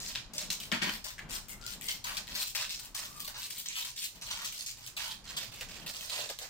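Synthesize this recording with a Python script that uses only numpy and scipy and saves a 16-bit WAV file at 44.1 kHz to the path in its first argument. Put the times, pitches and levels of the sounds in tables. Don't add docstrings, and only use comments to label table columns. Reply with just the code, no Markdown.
import sys
import numpy as np
from scipy import signal
from scipy.fft import rfft, irfft
from scipy.io import wavfile

SR = 44100
rng = np.random.default_rng(int(sys.argv[2]) if len(sys.argv) > 2 else 0)


def ratio(d):
    e = np.asarray(d, float) / 20
    return 10 ** e


def pcm_store(signal):
    levels = np.round(np.clip(np.atleast_2d(signal), -1, 1) * 32767)
    wavfile.write(sys.argv[1], SR, levels.astype(np.int16).T)


N = 286209

# start_s [s], level_db [dB], pitch_hz # of the crease [Hz]
SHARP_SNAPS = [(0.0313, -30, 6560), (0.0882, -30, 4490), (0.1521, -21, 2830), (0.3346, -32, 5680),
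                  (0.3805, -23, 5690), (0.5023, -21, 4870), (0.6015, -27, 4800), (0.6365, -28, 2860),
                  (0.7168, -17, 3510), (0.8195, -21, 2440), (1.0425, -27, 4160), (1.1812, -35, 1900),
                  (1.3074, -33, 4410), (1.3548, -26, 5620), (1.484, -35, 2040), (1.6127, -37, 6220),
                  (1.6631, -30, 6170), (1.7285, -28, 3760), (1.8114, -29, 2080), (1.8841, -27, 3470),
                  (2.0418, -25, 3150), (2.0931, -28, 2840), (2.1695, -21, 2780), (2.2712, -31, 4070),
                  (2.3506, -28, 3850), (2.5496, -23, 2360), (2.5774, -25, 2840), (2.6115, -26, 4150),
                  (2.7252, -25, 4820), (2.9652, -24, 6390),
                  (3.2036, -27, 4130), (3.4186, -29, 2740), (3.5034, -31, 5990), (3.5817, -28, 3870),
               (3.686, -24, 6550), (3.7563, -27, 3110), (3.8601, -29, 6420), (3.904, -28, 6110),
               (3.9649, -36, 3660), (4.2238, -32, 6550), (4.2662, -31, 3260), (4.3121, -26, 3660),
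               (4.4488, -30, 5040), (4.4722, -28, 4550), (4.5485, -32, 4550), (4.6089, -27, 5290),
               (4.6628, -30, 5470), (4.8643, -31, 3660), (4.9796, -29, 3220), (5.2928, -33, 2800),
               (5.3063, -28, 2850), (5.3662, -29, 2810), (5.6106, -27, 2850), (5.877, -28, 4520),
               (5.9673, -30, 4530), (6.0097, -30, 2880), (6.1175, -28, 2870), (6.2068, -26, 3610),
               (6.2911, -27, 4470), (6.3909, -31, 4500)]
SNAPS = SHARP_SNAPS


def snaps(place, level_db, low_db, high_db, tear_s):
    start_s, peak_db, pitch_hz = np.transpose(SNAPS)
    at = (start_s * SR).astype(int)
    clicks = np.zeros(N)
    luck = rng.random((len(start_s), 2, 14))
    for k in range(14):
        after = k > 0
        wait_s = after * (.0004 + luck[:, 0, k] ** 2 * 3 * tear_s)
        size = ratio(peak_db + level_db - 6.0 * after) * np.exp(-wait_s / tear_s)
        size *= np.cos(np.pi * luck[:, 1, k] * after)
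        np.add.at(clicks, np.minimum(at + (wait_s * SR).astype(int), N - 1), size)
    latest = last_snap()
    _, low, high = hands()
    into = at[latest] + 200
    shape = pitch_hz[latest], low[into] + low_db, high[into] + high_db
    rings = creases(clicks, shape, cycles=8.3, spread_db=1.2, focus_db=19.0)
    heard = np.abs(coloured(placed(rings, *place).mean(axis=0), LEAF_COLOUR))
    tops = np.maximum.reduceat(heard, at)
    return rings * (ratio(peak_db + level_db) / tops)[latest]


def last_snap():
    at = (np.array(SNAPS)[:, 0] * SR).astype(int)
    return np.clip(np.searchsorted(at, np.arange(N), side="right") - 1, 0, None)


def crackle(per_s, level_db, low_db, high_db):
    press_db, low, high = hands()
    pitch_hz = np.array(SNAPS)[last_snap(), 2]
    sizes = ratio(2.94 * np.minimum(rng.exponential(1, N), 2.3)) * rng.choice([-1, 1], N)
    chance = per_s * ratio(4.0 * drift(30)) / SR
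    grains = rms_one(sizes * (rng.random(N) < chance)) * ratio(press_db + level_db)
    shape = pitch_hz, low + low_db, high + high_db
    return creases(grains, shape, cycles=6.5, spread_db=6.5, focus_db=7.5)


# start_s [s], hold_s [s],
# level_db of the crackle [dB], low_creases_db [dB], high_creases_db [dB]
BAG_GRIPS = [(0.0, .15, -42, -14.5, -9), (.152, 0.0067, -33.5, -11, -36), (.334, .04, -47, -13, -3),
             (.38, 0.059, -41, -13.5, -6.5), (.502, 0.029, -34.5, -18, -9),
             (.601, 0.05, -44.5, -33, -3.5), (.716, 0.024, -35.5, 3, -27), (.82, 0.075, -37, -2.5, -36),
             (1.042, 0.05, -42.5, -7, -4), (1.181, 0.037, -64, 13, -14), (1.307, 0.04, -68, -8, -13),
             (1.484, .04, -51.5, -7, 6), (1.612, 0.034, -50.5, -6, -23),
             (1.663, 0.072, -43.5, -14, -4.5), (1.812, .06, -45.5, -25, -3.5),
             (1.884, 0.031, -34.5, -12.5, -10.5), (2.042, 0.11, -44.5, 0.5, -4),
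             (2.169, 0.013, -37, -4.5, -10), (2.271, 0.12, -43.5, -8.5, -10),
             (2.35, 0.086, -40, -9, -16.5), (2.55, .1, -38.5, -7, -9), (2.69, 0.07, -40.5, -25, -9.5),
             (2.79, 0.063, -46.5, -8.5, 0), (2.945, 0.11, -42.5, -8, -3),
             (3.197, 0.059, -42, -36, -1), (3.276, 0.024, -45.5, -3, -2), (3.342, 0.04, -47.5, -1, -20),
             (3.501, 0.11, -44.5, -23, 0.5), (3.657, 0.18, -42.5, -31, -11), (3.762, 0.12, -39, -12.5, -4),
             (3.962, 0.0067, -50, -33, -21), (4.148, .02, -49.5, -7, -4), (4.212, 0.078, -44.5, -7, -7.5),
             (4.301, 0.13, -41, -6.5, -9.5), (4.445, 0.042, -40, -17, -10), (4.523, 0.1, -43.5, -17.5, -3),
             (4.661, 0.045, -42.5, -33, -4), (4.769, 0.088, -54, -11, -3.5),
             (4.87, 0.011, -49.5, -6.5, 0.5), (4.965, 0.16, -41, -6.5, -6),
             (5.366, 0.076, -39.5, -10.5, -6), (5.515, 0.1, -47, -11.5, -6.5),
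             (5.607, 0.025, -45.5, -4, -11), (5.686, 0.14, -49, -9, -7), (5.862, 0.2, -42.5, -11, -4),
             (6.115, 0.14, -39.5, -8, -8), (6.292, 0.015, -42, -5.5, -6.5), (6.386, 0.062, -45, -4, -4)]
# start_s [s], swell_s [s], level_db [dB], low_creases_db [dB], high_creases_db [dB]
BAG_TWISTS = [
    (.84, 0.11, -39.5, -15, -5),
    (1.29, 0.076, -38.5, -5.5, -2),
    (1.84, 0.083, -45, -30, 5),
    (2.33, 0.15, -38, -50, 0),
    (3.07, 0.11, -52.5, -21, 2.5),
    (3.37, 0.088, -37.5, -14, -2.5),
    (3.96, 0.085, -38, -36, -0.5),
    (5.24, 0.1, -42.5, -7.5, -15.5),
    (6.09, 0.073, -34, -15, -7),
]
LOOSE_DB = [
    [-70],
    [-76],
    [-88],
]
RISE_S = [
    [.003],
    [.012],
    [.0015],
]
TWIST_SWELL_DB, LET_GO_DB_PER_S = 7, 418
BURST_DB, BURST_S = 7, .012


def hands():
    t = np.arange(0, N + 32, 32) / SR
    power = ratio(2 * np.array(LOOSE_DB))
    moves = ((BAG_GRIPS, 0, BURST_DB), (BAG_TWISTS, TWIST_SWELL_DB, 0))
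    for rows, swell_db, burst_db in moves:
        for start_s, length_s, level_db, low_db, high_db in rows:
            since = t - start_s
            shape_db = swell_db * np.minimum(since / length_s - 1, 0)
            shape_db -= LET_GO_DB_PER_S * np.maximum(since - length_s, 0)
            shape_db += burst_db * np.exp(-np.abs(since) / BURST_S)
            group_db = np.array([[0], [low_db], [high_db]])
            power = power + np.clip(since / RISE_S, 0, 1) * ratio(2 * (level_db + shape_db + group_db))
    press_db, low, high = (np.interp(np.arange(N) / SR, t, 10 * np.log10(p)) for p in power)
    return press_db, low - press_db, high - press_db


def creases(clicks, shape, cycles, spread_db, focus_db):
    favoured_hz, low_db, high_db = shape
    pitches = np.geomspace(650, 15000, 20)
    picks = rng.standard_normal((4, N))
    octave_like = np.log(pitches[:, None] / favoured_hz) / 0.33
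    near_db = focus_db * np.exp(-octave_like ** 2)
    chance_db = [spread_db * np.roll(picks[k % 4], k) + 4.8 * drift(7.2) for k in range(len(pitches))]
    gains = ratio(near_db + chance_db)
    group = np.searchsorted([1800, 7000], pitches)
    for k, group_db in enumerate((low_db, 0, high_db)):
        gains[group == k] *= ratio(group_db) / np.sqrt(np.mean(gains[group == k] ** 2, axis=0))
    return sum((-1) ** k * ring(clicks * gains[k], hz, cycles / hz) for k, hz in enumerate(pitches))


# pitch_hz [Hz], level_db [dB per Hz]
LEAF_COLOUR = [(240, -20), (400, -19.5), (636, -10), (708, -14), (994, -4), (1140, -5), (1960, 3.5),
               (2840, 9.5), (4650, 13.5), (5270, 14), (9180, 15.5), (10200, 9), (12100, 11), (13500, 19),
               (16000, 14)]


def leaves(bag, place, pan_db):
    lean_db = np.array([pan_db, -pan_db]) * 0.23
    pair = placed(bag, *place) + ratio(-34.5) * kitchen(bag, build_s=0.00025, count=5) * ratio(lean_db)
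    pair = np.array([coloured(pair[0], LEAF_COLOUR, .5), coloured(pair[1], LEAF_COLOUR, -.5)])
    return split_at(pair, 420, "high", order=3)


def pot(bag):
    close = np.interp(np.arange(N) / SR, (5.1, 5.5), [0, 1])
    hum = ring(bag * close, 570, 0.0079)
    return ratio(-27.5) * placed(split_at(hum, 430, "high", order=3), 1.5, 0.0)


# start_s [s], level_db of the peak [dB]
SLIPPER_SLAPS = [
    (0.7167, -27),
    (0.8165, -30),
    (0.869, -37),
]
# pitch_hz [Hz], level_db [dB], t60_s [s]
SLIPPER_MODES = [
    (229, -15.5, 0.12),
    (323, -1.5, 0.0057),
    (970, -29, 0.04),
    (1540, -25, 0.025),
    (1850, -7.5, 0.015),
    (2380, 0, 0.006),
    (3120, 3, 0.0043),
    (4420, -10, 0.024),
]


def slaps(level_db):
    t = np.arange(N) / SR
    drive = np.zeros(N)
    for start_s, peak_db in SLIPPER_SLAPS:
        dying = np.exp(-np.maximum(t - start_s, 0) / 0.027)
        drive += ratio(peak_db + level_db) * (t > start_s) * dying
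    drive *= rng.standard_normal(N)
    body = sum(ratio(db) * ring(drive, hz, t60_s) for hz, db, t60_s in SLIPPER_MODES)
    return split_at(body, 160, "high")


# start_s [s], length_s [s], from_hz [Hz], to_hz [Hz], level_db [dB]
FAR_SQUEAKS = [
    (.33, .12, 560, 620, -59),
    (1.58, .13, 1370, 1430, -61),
    (1.48, .08, 2150, 2050, -61),
    (1.82, .13, 2000, 2200, -56),
    (3.03, .17, 1110, 1230, -65),
    (3.14, .15, 1230, 1080, -66),
    (6.14, .14, 630, 590, -61),
]


def squeaks():
    t, out, breath = np.arange(N) / SR, np.zeros(N), drift(65)
    for start_s, length_s, from_hz, to_hz, level_db in FAR_SQUEAKS:
        u = np.clip((t - start_s) / length_s, 0, 1)
        hz = from_hz + (to_hz - from_hz) * u
        tone = np.sin(2 * np.pi * np.cumsum(hz) / SR)
        out += ratio(level_db) * np.sin(np.pi * u) * breath * tone
    return out


# pitch_hz [Hz], t60_s [s]
KITCHEN_T60 = [(250, 0.21), (1000, 0.34), (3000, 0.31), (6000, 0.41), (10000, 0.3), (15000, 0.24)]


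def kitchen(x, build_s, count):
    t = np.arange(SR // 2) / SR
    hz = np.fft.rfftfreq(len(t), 1 / SR)
    edges = 60 * 2 ** np.arange(0, 9, .5)
    white = rfft(rng.standard_normal((count, 2, len(t))))
    echoes = 0
    for low, high in zip(edges, edges[1:]):
        band = irfft(white * ((hz >= low) & (hz < high)))
        echoes = echoes + band * ratio(-60 * t / at_hz(KITCHEN_T60, np.sqrt(low * high)))
    early = ratio(-5.0) * np.exp(-t / 0.031)
    echoes = echoes * (1 - np.exp(-t / build_s)) * (1 + early)
    spot = np.arange(N) / SR / .15 % count
    wet = 0
    for k, echo in enumerate(echoes):
        apart = np.abs((spot - k + count / 2) % count - count / 2)
        share = np.sqrt(np.clip(1 - apart, 0, 1))
        wet = wet + signal.fftconvolve((x * share)[None], echo, axes=1)[:, :N]
    return wet


def far_room(far):
    echoes = kitchen(far, build_s=0.00043, count=2)
    bass = split_at(echoes[0], 486, "low")
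    return split_at(echoes, 486, "high") + placed(bass, 3.5, 0.0)


# pitch_hz [Hz], level_db [dB per Hz]
RUMBLE_COLOUR = [(15, -16.5), (32, -3), (45, -4.5), (60, -9.5), (90, -11.5), (125, 10), (200, -4.5),
                 (300, -15), (460, -19.5), (960, -20.5), (3500, -31.5), (9400, -82), (11000, -44),
                 (16000, -70)]
# start_s [s], level_db [dB]
BUSTLE = [(1.0, -52), (1.11, -58), (1.29, -47.5), (1.44, -51.5), (2.3, -54.5), (2.33, -48), (2.44, -59),
          (3.19, -55.5), (4.1, -63.5), (4.16, -55.5), (4.67, -60.5), (5.89, -49), (5.97, -58), (6.2, -61.5),
          (6.49, -60)]


def rumble(alike):
    mid, side = rng.standard_normal((2, N))
    pair = []
    for k in (1, -1):
        mixed = np.sqrt(1 + alike) * mid + k * np.sqrt(1 - alike) * side
        pair.append(coloured(mixed, RUMBLE_COLOUR) * ratio(k * 1.2))
    pair = np.array(pair)
    upper_db, = in_time(BUSTLE)
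    usual_db = upper_db.mean()
    deep_db = usual_db + 4.5 + 0.83 * (upper_db - usual_db)
    deep = rms_one(split_at(pair, 110, "low")) * ratio(deep_db + drift(26))
    upper = rms_one(split_at(pair, 110, "high")) * ratio(upper_db + 4.0 + drift(7.1))
    return deep + upper


def placed(x, pan_db, lead_ms):
    n = np.arange(N)
    return np.array([np.interp(n + k * lead_ms * SR / 2000, n, x) * ratio(k * pan_db / 2) for k in (1, -1)])


# pitch_hz [Hz], left_minus_right_db [dB]
PORT_COLOUR = [(60, -10), (110, 25), (200, 35), (380, -2.5), (700, -7.5), (1290, -9), (2380, -7),
               (4400, -10.5), (8120, -6.5), (15000, -0.5)]


def coloured(x, spectrum, sides_db=0):
    hz = np.fft.rfftfreq(8192, 1 / SR)
    gain = ratio(at_hz(spectrum, hz) + sides_db * at_hz(PORT_COLOUR, hz))
    cepstrum = irfft(np.log(gain))
    cepstrum[1:4096] *= 2
    cepstrum[4097:] = 0
    return signal.fftconvolve(x, irfft(np.exp(rfft(cepstrum))))[:N]


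def ring(clicks, hz, t60_s):
    r, w = ratio(-60 / (t60_s * SR)), 2 * np.pi * hz / SR
    return signal.lfilter([0, np.sin(w)], [1, -2 * r * np.cos(w), r * r], clicks + 1e-18)


def drift(rate):
    r = np.exp(-80 * np.pi * rate / SR)
    slow = signal.lfilter([1], [1, -2 * r, r * r], rng.standard_normal(N // 40 + 2002))[2000:]
    return np.interp(np.arange(N) / 40, np.arange(len(slow)), rms_one(slow))


def split_at(x, hz, side, order=2):
    return signal.sosfilt(signal.butter(order, hz, side, fs=SR, output="sos"), x)


def rms_one(x):
    return x / np.sqrt(np.mean(x ** 2) + 1e-20)


def in_time(rows):
    s, *columns = np.transpose(rows)
    return [np.interp(np.arange(N) / SR, s, c) for c in columns]


def at_hz(points, hz):
    known_hz, value = np.transpose(points)
    return np.interp(np.log(hz + 1), np.log(known_hz + 1), value)


# start_s [s], left_minus_right_db [dB], left_lead_ms [ms]
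HAND_PLACE = [
    (0, 10.5, 0.062),
    (1.5, 14.5, -0.22),
    (3, 10.5, 0.056),
    (4.5, 10, 0.23),
    (5.5, 5, -0.011),
    (6.49, 5.5, 0.2),
]


def scene():
    pan_db, lead_ms = in_time(HAND_PLACE)
    place = pan_db + 2 * drift(15), lead_ms + .1 * drift(12)
    bag = snaps(place, level_db=-1.0, low_db=-1.5, high_db=5.5, tear_s=0.0029)
    bag = bag + crackle(per_s=1500, level_db=-24.5, low_db=9.5, high_db=3.0)
    near = leaves(bag, place, pan_db) + pot(bag)
    far = slaps(level_db=-26.5) + squeaks()
    return near + placed(far, 18.0, 0.0) + ratio(-22.0) * far_room(far) + rumble(alike=0.74)


def roll_off(x):
    return signal.sosfilt(signal.butter(12, 16990, fs=SR, output="sos"), x)


def record(dry):
    cut = signal.sosfilt(signal.cheby2(12, 40, 16300, fs=SR, output="sos"), dry)
    return roll_off(cut)


dry = scene()
out = record(dry)
pcm_store(out)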